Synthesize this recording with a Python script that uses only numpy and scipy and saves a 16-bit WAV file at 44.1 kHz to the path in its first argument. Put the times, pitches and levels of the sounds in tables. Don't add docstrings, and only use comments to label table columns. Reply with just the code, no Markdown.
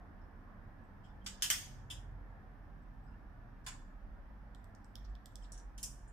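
import sys
import numpy as np
from scipy import signal
from scipy.fft import rfft, irfft, next_fast_len
from scipy.io import wavfile
from scipy.ndimage import uniform_filter1d, map_coordinates

SR = 44100
rng = np.random.default_rng(int(sys.argv[2]) if len(sys.argv) > 2 else 0)


def to_wav(s):
    ch = np.atleast_2d(s).T
    pcm = np.round(np.clip(ch, -1, 1) * 32767)
    wavfile.write(sys.argv[1], SR, pcm.astype(np.int16))


def invert_db(level):
    return 10 ** (np.asarray(level, dtype=float) / 20)


N = 270200
LENGTH = 2 * SR // 5

# (frequency [Hz], time to fall 60 dB [s])
MESH_DECAY = [(700, 0.31), (2000, 0.24), (5000, 0.22), (9000, 0.23), (15000, 0.18)]
# (time [s], pitch [Hz], level [dB])
LOW_ENGINE = [(0.0, 38.08, -61.5), (0.17, 35.18, -57.5), (0.78, 28.65, -58), (1.24, 28.5, -61.5),
              (2.029, 41.27, -53), (2.49, 41.13, -59.5), (2.59, 38.67, -57), (3.17, 37.63, -55),
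              (3.51, 35.48, -57.5), (3.99, 34.44, -51), (4.52, 30.76, -64.5), (4.87, 35.53, -61.5),
              (5.08, 40.73, -53), (5.23, 35.37, -58), (6.07, 33, -57.5), (6.12, 32.3, -64.5)]



def wall():
    wall_snaps = [
        (1.5013, -18, 0.1457, 0.73, 0),
    ]
    wall_wires = [(1830, 31, -7.5), (3242, 32, -4.5), (3480, 57, -11), (5100, 130, -8.5), (5420, 120, -9),
                  (6650, 130, -3), (6850, 75, -8.5), (7950, 55.5, -12), (8380, 43, -14), (9500, 51.5, -19),
                  (10700, 86, -15), (11900, 160, -14), (13300, 49, -11)]
    wall_mesh = [(290, -55), (500, -24.5), (950, -15), (1300, -12.5), (1900, -4.5), (2650, -10.5),
                 (3200, -7.5), (3900, -14.5), (4700, -6.5), (8500, -8), (14900, -14), (16500, -30)]
    return panel(wall_snaps, wall_wires, wall_mesh, wires_db=-4.5, crack_db=7.0, room_db=-4.5)


def corner():
    corner_snaps = [
        (1.4219, -21.5, 0.01, 0.977, -1.0),
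    ]
    corner_wires = [(1860, 38, -14.5), (3297, 26, -0.5), (3458, 34, -5.5), (5300, 52, -4),
                    (6085, 22.6, -22.5), (7000, 35, -6.5), (8840, 40, -4), (10150, 100, -21),
                    (12400, 26.2, -16.5), (13900, 34, -14.5)]
    corner_mesh = [(470, -54.5), (800, -26), (897, -23), (1850, -12.5), (2350, -14.5), (3020, -7),
                   (3700, -6.5), (7150, -9), (11000, -16), (14400, -13), (15700, -26.5), (16500, -55.5)]
    return panel(corner_snaps, corner_wires, corner_mesh, wires_db=1.0, crack_db=2.0, room_db=-7.5)


def post():
    post_snaps = [
        (1.262, -32, 0.011, 0.86, -1.95),
    ]
    post_wires = [(1540, 56, -9), (3500, 26, -4), (4620, 23, -1), (5086, 58, 3.5), (5500, 29, -4),
                  (7190, 46, -5), (7900, 40, -14.5), (12880, 96, -20.5)]
    post_mesh = [(590, -35), (1000, -17.5), (1150, -11.5), (2300, -9), (3390, -5.5), (3940, -13.5),
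                 (7090, -7.5), (15200, -31.5), (16500, -42.5)]
    return panel(post_snaps, post_wires, post_mesh, wires_db=1.5, crack_db=-5.0, room_db=-10.0)


def bar():
    bar_snaps = [
        (1.9009, -38.5, 0.0089, 1.22, -0.56),
    ]
    bar_wires = [(3280, 53, -15), (3500, 25.9, -11), (5200, 138, -25.5), (7000, 125, -11), (8460, 93, -13),
                 (10790, 94, -12)]
    bar_mesh = [(900, -37.5), (1600, -24), (2350, -26.5), (2850, -17), (3350, -7.5), (3600, -14.5),
                (3900, -21), (4330, -36.5), (4900, -17.5), (6000, -18.5), (9000, -26), (9800, -29),
                (11000, -25.5), (11700, -40), (14500, -33), (16500, -57.5)]
    return panel(bar_snaps, bar_wires, bar_mesh, wires_db=-0.5, crack_db=0, room_db=-19.0, rise_s=0.0038)


def door():
    door_snaps = [
        (3.6642, -35.5, -0.65, 1.274, -1.013),
        (3.676, -38.5, -1.244, 0.93, -1.27),
    ]
    door_wires = [(1050, 29, 1.5), (1550, 73, 1.5), (1767, 38, -4), (3490, 104, -14.5), (4850, 252, -2),
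                  (6890, 107.3, -0.5), (7500, 208, 0), (8100, 230, 3.5), (10660, 157, -1.5)]
    door_mesh = [(450, -34), (800, -16), (2000, -9), (4200, -14), (6300, -11), (7400, -3.5), (8600, -16.5),
                 (10000, -20), (13000, -34), (16500, -47)]
    return panel(door_snaps, door_wires, door_mesh, wires_db=-5.5, crack_db=9.0, room_db=-14.5, rise_s=0.0019)


def roof():
    roof_snaps = [
        (5.7779, -45, -0.99, 2.5, -2.5),
        (5.829, -30.5, 0.194, 0.67, -1),
        (5.839, -34.5, -1.1, 1.347, -2),
    ]
    roof_wires = [(5300, 270, -14.5), (6019, 160, 1), (6790, 167, -3), (7500, 483, -8), (9200, 80, -4.5),
                  (9980, 214, -7), (12700, 190, -18)]
    roof_mesh = [(1100, -22.5), (2400, -21), (3000, -12.5), (4650, -27), (5150, -5), (9400, -5),
                 (10500, -15), (15200, -15.5), (16500, -38)]
    return panel(roof_snaps, roof_wires, roof_mesh, wires_db=3.5, crack_db=-14.0, room_db=-11.5)


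def eaves():
    eaves_snaps = [
        (5.5194, -45, 0.011, 1, -2),
        (5.5762, -49.5, -1.1, 1, -2),
    ]
    eaves_wires = [(5740, 200, -3), (7000, 130, -14), (7480, 140, -13.5), (9230, 120, 0.5)]
    eaves_mesh = [(1470, -54), (2500, -21.5), (4800, -18.5), (5500, 3.5), (8980, -2.5), (10500, -17),
                  (15000, -39), (16500, -47)]
    return panel(eaves_snaps, eaves_wires, eaves_mesh, wires_db=8.0, crack_db=1, room_db=-16.5)


def panel(snaps, wires, mesh, wires_db, crack_db, room_db, rise_s=.0006):
    out, t = np.zeros((2, N)), np.arange(LENGTH) / SR
    for s, db, bright, stretch, pan in snaps:
        chatter = invert_db(2.5 * wobble(598, size=LENGTH) * np.exp(-t / .04))
        rise = 1 - np.exp(-t / rise_s)
        shimmer = chatter * rise * dying(MESH_DECAY, stretch, patchy_db=1.5, lines_db=4.0)
        crack = invert_db(crack_db - 60 * t / 0.0044) * rng.standard_normal((2, LENGTH))
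        rattle = shimmer + crack
        rattle *= 1 + 0.74 * invert_db(-60 * t / 0.031)
        rattle += 0.065 * filtered(rattle[::-1], lambda f: f < 3000)
        rattle *= 1 - np.exp(-t / 0.00025)

        def tilt(f):
            return invert_db(bright * np.log2((f + 1) / 5000))

        def wire_ring(f):
            return tilt(f) * sum(invert_db(level) * resonance(f, hz, width + 30) for hz, width, level in wires)

        sound = filtered(rattle, lambda f: causal(tilt(f) * invert_db(along(mesh, f))))
        damped = rattle * invert_db(-60 * t / 0.27)
        sound += invert_db(wires_db) * filtered(damped, wire_ring)
        level = invert_db(db - 10.0 + np.array([[pan], [-pan]]) / 2)
        add(out, s, level * sound / np.std(sound[:, :SR // 100]), room_db)
    return out


def frame():
    # (time [s], level of the loudest note [dB])
    jolts = [
        (1.262, -48.5),
        (1.422, -36.5),
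        (1.5006, -34.5),
        (1.901, -45),
        (3.666, -48),
        (5.5201, -60.5),
        (5.5765, -68),
        (5.83, -45.5),
        (1.5016, -38.5),
        (5.7775, -57.5),
    ]
    # (frequency [Hz], level [dB], time to fall 60 dB [s])
    post_notes = [(1500, -6, .05), (3117, -5, .12), (3246, -2, .14), (3510, 0, .11), (4440, -2, .05),
                  (4710, -8, .1), (5324, -6, .1), (5825, -12, .2), (6245, -13, .2), (6993, -5, .15),
                  (7235, -3, .13), (7580, -10, .2), (8280, -9, .17)]
    corner_notes = [(1890, -13, .12), (2950, -6, .12), (3112, 0, .12), (3486, -3, .11), (4804, -9, .1),
                    (5055, -8, .12), (5300, -6, .18), (5780, -8, .14), (6414, -8, .12), (6997, -6, .25),
                    (7300, -6, .1), (7569, -14, .12), (9185, -11, .2), (9400, -11, .2)]
    wall_notes = [(1771, -14, .2), (1904, -8, .16), (2476, -19, .3), (2949, -6, .12), (3101, -2, .14),
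                  (3135, -3, .07), (3241, -11, .2), (3377, -11, .15), (3490, -10, .15), (5056, -14, .2),
                  (5484, -11, .2), (6415, -16, .3), (6997, -16, .25), (8437, -12, .22)]
    bar_notes = [(2710, -14, .08), (3047, -15, .12), (3102, -10, .14), (3246, -3, .15), (3316, -6, .1),
                 (3472, -5, .1), (3513, 1, .15), (5057, -15, .15), (5157, -12, .2), (5717, -18, .15),
                 (6928, -14, .2), (8543, -18, .18), (11040, -16, .1)]
    door_notes = [(1050, -7, .15), (1561, -4, .08), (1750, -8, .17), (3472, 0, .13), (3876, -10, .1),
                  (4813, -1, .08), (5300, -9, .08), (7176, -12, .25), (7677, -15, .3), (8053, -11, .14),
                  (8280, -15, .28)]
    eaves_notes = [(5819, -3, .2), (6756, -6, .15), (6950, -3, .1), (7768, -4, .2), (9092, 0, .18),
                   (9825, -12, .2)]
    ridge_notes = [(5480, -4, .12), (5620, -3, .15), (5717, -2, .2), (5873, -1, .2), (6050, -5, .1),
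                   (6955, -9, .15), (7790, -10, .2), (9098, -5, .15)]
    roof_notes = [(2950, -12, .06), (5136, -8, .13), (5216, -1, .11), (5717, -11, .29), (6395, -9, .19),
                  (6756, -9, .19), (7569, 0, .1), (7660, -10, .3), (8161, -13, .22), (9098, -1, .13),
                  (10050, -17, .24), (10750, -17, .26)]
    tray_notes = [(1184, -11, .15), (1540, -4, .14), (1680, -6, .1), (2019, -5, .13), (2105, -3, .11),
                  (3480, 0, .1), (7020, -4, .12), (7235, -3, .12), (7630, -5, .18), (8441, -2, .16)]
    gable_notes = [(3138, -5, .12), (4694, -8, .15), (6681, -3, .1), (7531, -5, .1), (9103, 0, .09),
                   (9722, -12, .14)]
    # (time [s], frequency [Hz], level [dB], time to fall 60 dB [s])
    latch = (3.672, 6928, -60, .25)
    chords = (post_notes, corner_notes, wall_notes, bar_notes, door_notes,
              eaves_notes, ridge_notes, roof_notes, tray_notes, gable_notes)
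    out, t = np.zeros((2, N)), np.arange(LENGTH) / SR

    def note(hz, db, t60):
        waver_db = 3 * np.minimum(t / 0.023, 1) * wobble(60, size=LENGTH)
        swell = 1 - np.exp(-t / .003)
        phase = rng.uniform(0, 0.9, (2, 1)) + rng.uniform(0, 10)
        return invert_db(db - 60 * t / t60 + waver_db) * swell * np.sin(2 * np.pi * hz * t + phase)

    for (s, db), chord in zip(jolts, chords):
        top = max(level for _, level, _ in chord)
        ringing = sum(note(hz, db + level - top, min(t60, .3)) for hz, level, t60 in chord)
        add(out, s, ringing, room_db=-16, echo_db=-41)
    s, hz, db, t60 = latch
    add(out, s, note(hz, db, t60), room_db=-6, echo_db=-40)
    return out


def ticks():
    # (time [s], level in each of the claw's four rings, low to high [dB])
    claw_taps = [(4.5484, -52.5, -71, -59.5, -75), (4.6429, -70.5, -65.5, -66, -72.5),
                 (4.7501, -76, -59, -64.5, -82), (4.8452, -78.5, -62, -61, -82),
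                 (4.9554, -43.5, -47, -77.5, -58.5), (5.05, -66, -61, -87, -88.5),
                 (5.1527, -51, -66, -75.5, -78.5), (5.2585, -49, -51.5, -53, -60),
                 (5.3565, -50, -47.5, -51.5, -62.5), (5.5205, -77, -61.5, -47.5, -71),
                 (5.5477, -58.5, -67, -69.5, -76), (5.5993, -80.5, -59.5, -70.5, -86.5)]
    # (frequency [Hz], width [Hz])
    claw_rings = [(3500, 970), (5300, 1740), (8000, 1820), (12200, 5900)]
    pan_db = -5
    out, t = np.zeros((2, N)), np.arange(LENGTH // 2) / SR
    for s, *levels in claw_taps:
        click = (t == 0) + 0.2386 * invert_db(-60 * t / 0.00977) * rng.standard_normal((2, len(t)))

        def colour(f):
            power = sum(invert_db(2 * db) * np.abs(resonance(f, *ring)) ** 4 for ring, db in zip(claw_rings, levels))
            thin_below = 1 + (2700 / (f + 1)) ** 8
            return causal(np.sqrt(power) / thin_below)

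        halo = dying(MESH_DECAY, .5, patchy_db=1.5, lines_db=1.5, size=len(t))
        sound = filtered(click + invert_db(-28.5) * halo, colour)
        level = invert_db(21.5 + np.array([[pan_db], [-pan_db]]) / 2)
        add(out, s, level * sound, room_db=-9.5, echo_db=-15)
    return out


def brushes():
    # (time [s], frequency [Hz], width [Hz], length [s], level [dB])
    paw_rubs = [(0.834, 8100, 493.7, 0.053, -91), (1.035, 3171, 250, 0.064, -73.5),
                (1.036, 5200, 402, 0.099, -81), (1.039, 7500, 900, 0.057, -81.5),
                (1.243, 7000, 3000, 0.06, -71.5), (1.41, 4001, 2501, .012, -61.5),
                (3.642, 5940, 3049, 0.06, -74), (5.044, 4792, 1205, 0.02996, -70),
                (5.421, 7690, 699, 0.062, -72), (5.442, 3540, 801, 0.0245, -67.5),
                (5.532, 3325, 894, 0.102, -76.5), (5.781, 3160, 900, 0.03, -61.5),
                (5.838, 2917, 400, 0.019, -64.5), (6.076, 8460, 611.3, 0.04, -73)]
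    # (time [s], frequency [Hz], length [s], level [dB])
    wire_grazes = [(0.211, 5300, 0.054, -82.5), (1.092, 3500, 0.033, -81), (1.212, 3187, 0.054, -76.5),
                   (2.286, 7210, 0.052, -95.5), (2.82, 7830, 0.03, -91.5), (3.033, 7900, 0.093, -91.5),
                   (3.062, 5100, 0.086, -85.5), (3.115, 2730, 0.0445, -79.5), (3.665, 4850, 0.0126, -57),
                   (3.672, 1050, 0.029, -69.5), (3.722, 1750, 0.037, -61.5), (3.745, 1050, 0.0264, -60),
                   (4.251, 3165, 0.042, -87.5), (5.089, 7606, 0.034, -85), (5.421, 3180, 0.0155, -69),
                   (5.432, 5284, 0.0357, -69.5), (6.075, 7210, 0.051, -70.5)]
    graze_width_hz = 95
    strokes = paw_rubs + [(s, hz, graze_width_hz, *rest) for s, hz, *rest in wire_grazes]
    rubs, out, t = np.zeros((2, N + SR)), np.zeros((2, N)), np.arange(SR // 10) / SR
    for s, hz, width, length, db in strokes:
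        band = filtered(rng.standard_normal((2, len(t))), lambda f: 1 / (1 + ((f - hz) / width) ** 2))
        swell = np.abs(np.sin(np.pi * np.minimum(t / length, 1) ** 0.45))
        rubs[:, round(s * SR):][:, :len(t)] += invert_db(db) * unit(band) * swell
    add(out, 0, rubs[:, :N], room_db=-7.5, echo_db=-41)
    return out


def add(out, s, sound, room_db, echo_db=-9.5):
    # (frequency [Hz], time to fall 60 dB [s])
    room_decay = [(500, 0.13), (2000, 0.46), (6000, 0.485), (10000, 0.35), (15000, 0.36)]
    size = sound.shape[1]
    tail = dying(room_decay, 0.996, patchy_db=2.5, lines_db=2.0, size=min(size, LENGTH))
    tail = np.pad(tail, ((0, 0), (round(.004 * SR), 0)))
    wet = signal.oaconvolve(sound, tail / np.linalg.norm(tail[0]), axes=1)[:, :size]
    echo = np.pad(sound[::-1], ((0, 0), (round(.009 * SR), 0)))[:, :size]
    rest = out[:, round(s * SR):round(s * SR) + size]
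    rest += (sound + invert_db(echo_db) * echo + invert_db(room_db) * wet)[:, :rest.shape[1]]


def dying(t60s, stretch, patchy_db, lines_db, size=LENGTH):
    gap_hz = 30
    modes_db = lines_db * rng.standard_normal(SR // 2 // gap_hz + 2)
    mode_hz = np.arange(len(modes_db)) * gap_hz
    noise = filtered(rng.standard_normal((2, size)), lambda f: invert_db(np.interp(f, mode_hz, modes_db)))
    hz, t, z = signal.stft(noise, SR, nperseg=128)
    fall_db = 60 * t / (stretch * along(t60s, hz)[:, None])
    z = z * invert_db(patchy_db * patches(z.shape[1:], 2, 8) - fall_db)
    return signal.istft(z, SR, nperseg=128)[1][:, :size]


def engines():
    # (time [s], pitch [Hz], level [dB])
    high_engine = [(0.0, 40.78, -62.5), (0.97, 42.32, -69.5), (1.18, 47.08, -54), (1.77, 40.3, -67),
                   (2.04, 43.36, -58), (2.84, 45.1, -60.5), (2.98, 48.78, -55.5), (3.65, 55.86, -67.5),
                   (4.02, 45.32, -59.5), (4.21, 51.2, -52.5), (4.6, 47.5, -54), (4.71, 44.37, -63),
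                   (4.84, 47.06, -64), (5.13, 45.55, -43), (5.28, 44.75, -72), (5.37, 46.57, -49),
                   (6.07, 47.52, -53.5), (6.12, 47.95, -59)]
    # (time [s], pitch [Hz], length [s], level [dB])
    passing_cars = [(0, 76, 0.445, -60.5), (0.507, 98, 0.372, -59), (1.04, 198.6, 0.485, -64.5),
                    (1.497, 125.1, 0.622, -58), (2.6, 152, 0.67, -67), (3.296, 120.4, 0.562, -61),
                    (4.503, 100.3, 0.61, -65.5), (5.751, 122.4, 0.375, -64.5)]
    t, out = np.arange(N) / SR, np.zeros(N)

    def note(hz, drift):
        return np.sqrt(2) * np.sin(2 * np.pi * np.cumsum(hz * (1 + drift)) / SR)

    for engine in (high_engine, LOW_ENGINE):
        s, hz, db = np.transpose(engine)
        strength = invert_db(np.interp(t, s, db) + 0.55 * wobble(1.7))
        out += strength * note(np.interp(t, s, hz), 0.04115 * wobble(5.1))
    drift, throb = .03 * wobble(9), invert_db(2.4 * wobble(12))
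    for s, hz, length, db in passing_cars:
        swell = np.sin(np.pi * np.clip((t - s) / length, 0, 1))
        out += invert_db(db) * throb * swell * note(hz, drift)
    return out * invert_db([[-.9], [.9]])


def street():
    # (frequency [Hz], level [dB per Hz])
    rumble_colour = [(8.8, -38.5), (15, -12), (27, 0), (43, -2), (54, 0.5), (65, -4), (84, -39.5),
                     (140, -120)]
    drone_colour = [(33, -33.5), (56, -3.5), (75, -6.5), (86, -2.5), (102, -5), (150, -12.5), (200, -46),
                    (330, -120)]
    hum_colour = [(88, -28), (150, -6.5), (203, 2.5), (231, -1.5), (307, -4.5), (350, -24.5), (460, -51),
                  (770, -120)]
    wash_colour = [(210, -30.5), (350, -2), (409, -6), (507, -6), (555, -5.5), (623, -4), (758, -2.5),
                   (1250, -7), (1770, -6.5), (2500, -29), (3250, -55), (5500, -120)]
    t = np.arange(N) / SR
    s, _, db = np.transpose(LOW_ENGINE)
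    load_db = np.interp(t, s, db - db.mean())
    rumble_db = db.mean() - 5 + 0.87 * load_db + 0.91 * wobble(5.1)
    drone_db = -60.5 + 5.5 * np.exp(-((t - 2.02) / 0.7) ** 2)
    ebb = invert_db(-0.3986 * t)
    low = invert_db(rumble_db) * rush(rumble_colour, patchy_db=-2.0)
    low += invert_db(drone_db) * ebb * rush(drone_colour, patchy_db=1.0)
    high = invert_db(-63) * rush(hum_colour, patchy_db=-0.5)
    high += invert_db(-64.5 + 0.7 * wobble(4.5)) * rush(wash_colour, patchy_db=1.5)
    return low * invert_db([[-.9], [.9]]) + high * ebb * invert_db([[-1.1], [1.1]])


def hiss():
    # (frequency [Hz], level [dB per Hz])
    hiss_colour = [(1290, -39.5), (2200, -3.5), (2430, -4.5), (2690, -6.5), (3220, -9.5), (4210, -15),
                   (5510, -14.5), (6640, -23), (8410, -26.5), (9070, -24), (10400, -23.5), (15200, -19.5),
                   (16500, -30.5)]
    # (frequency [Hz], width [Hz], level [dB])
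    whine_tone = (8812, 45, -104)
    hz, width, db = whine_tone
    whine = filtered(rng.standard_normal((2, N)), lambda f: 1 / (1 + ((f - hz) / width) ** 2))
    return invert_db(-84) * rush(hiss_colour, patchy_db=1.0) + invert_db(db + 1.1 * wobble(1.7)) * unit(whine)


def rush(spectrum, patchy_db):
    # (frequency [Hz], likeness [-1 to 1])
    likeness = [(30, 0.6), (60, 0.69), (150, 1), (300, 0.54), (600, 0.72), (1500, 0.071), (3000, 0.12),
                (12000, .05)]
    hz = np.fft.rfftfreq(4096, 1 / SR)
    shape = (len(hz), N // 2048 + 3)
    z = rng.standard_normal((2, *shape)) + 1j * rng.standard_normal((2, *shape))
    turn = np.arccos(np.clip(along(likeness, hz), -1, 1)) / 2
    colour = invert_db(along(spectrum, hz)) * np.array([np.cos(turn), np.sin(turn)])
    z = z * colour[..., None] * invert_db(patchy_db * patches(shape, 6, 4))
    mid, side = signal.istft(z, window="cosine", nperseg=4096)[1][:, 1024:N + 1024]
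    return np.array([mid + side, mid - side]) / np.std(mid)


def patches(shape, across, over):
    field = uniform_filter1d(rng.standard_normal(shape), size=across, axis=0)
    return unit(uniform_filter1d(field, size=over, axis=1))


def wobble(rate, size=N):
    steps = np.arange(0, size + 32, 32)
    knots = rng.standard_normal(int(size * rate / SR) + 5)
    return np.interp(np.arange(size), steps, map_coordinates(knots, [steps * rate / SR]))


def unit(x):
    return x / np.sqrt(np.mean(x ** 2) + 1e-20)


def along(points, hz):
    f, v = np.transpose(points)
    return np.interp(np.log(hz + 1), np.log(f + 1), v)


def filtered(x, response):
    m = next_fast_len(x.shape[-1] + 4096)
    return irfft(rfft(x, m) * response(np.fft.rfftfreq(m, 1 / SR)), m)[..., :x.shape[-1]]


def resonance(f, hz, width):
    return 1j * f * width / (hz * hz - f * f + 1j * f * width)


def causal(gain):
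    c = irfft(np.log(gain + 1e-6))
    c[1:len(c) // 2] *= 2
    c[len(c) // 2 + 1:] = 0
    return np.exp(rfft(c))


def scene():
    cage = wall() + corner() + post() + bar() + door() + roof() + eaves() + frame()
    return cage + ticks() + brushes() + engines() + street() + hiss()


def top_cut(x):
    return signal.sosfilt(signal.butter(12, 16670, fs=SR, output="sos"), x)


def record(dry):
    # (frequency [Hz], gain [dB])
    treble_end = [(15500, -0.1855), (15900, -17), (16700, -14)]
    stop = np.clip((N - np.arange(N)) / (.002 * SR) - 1, 0, 1)
    mix = filtered(dry, lambda f: invert_db(along(treble_end, f))) * stop
    return top_cut(mix)


dry = scene()
out = record(dry)
to_wav(out)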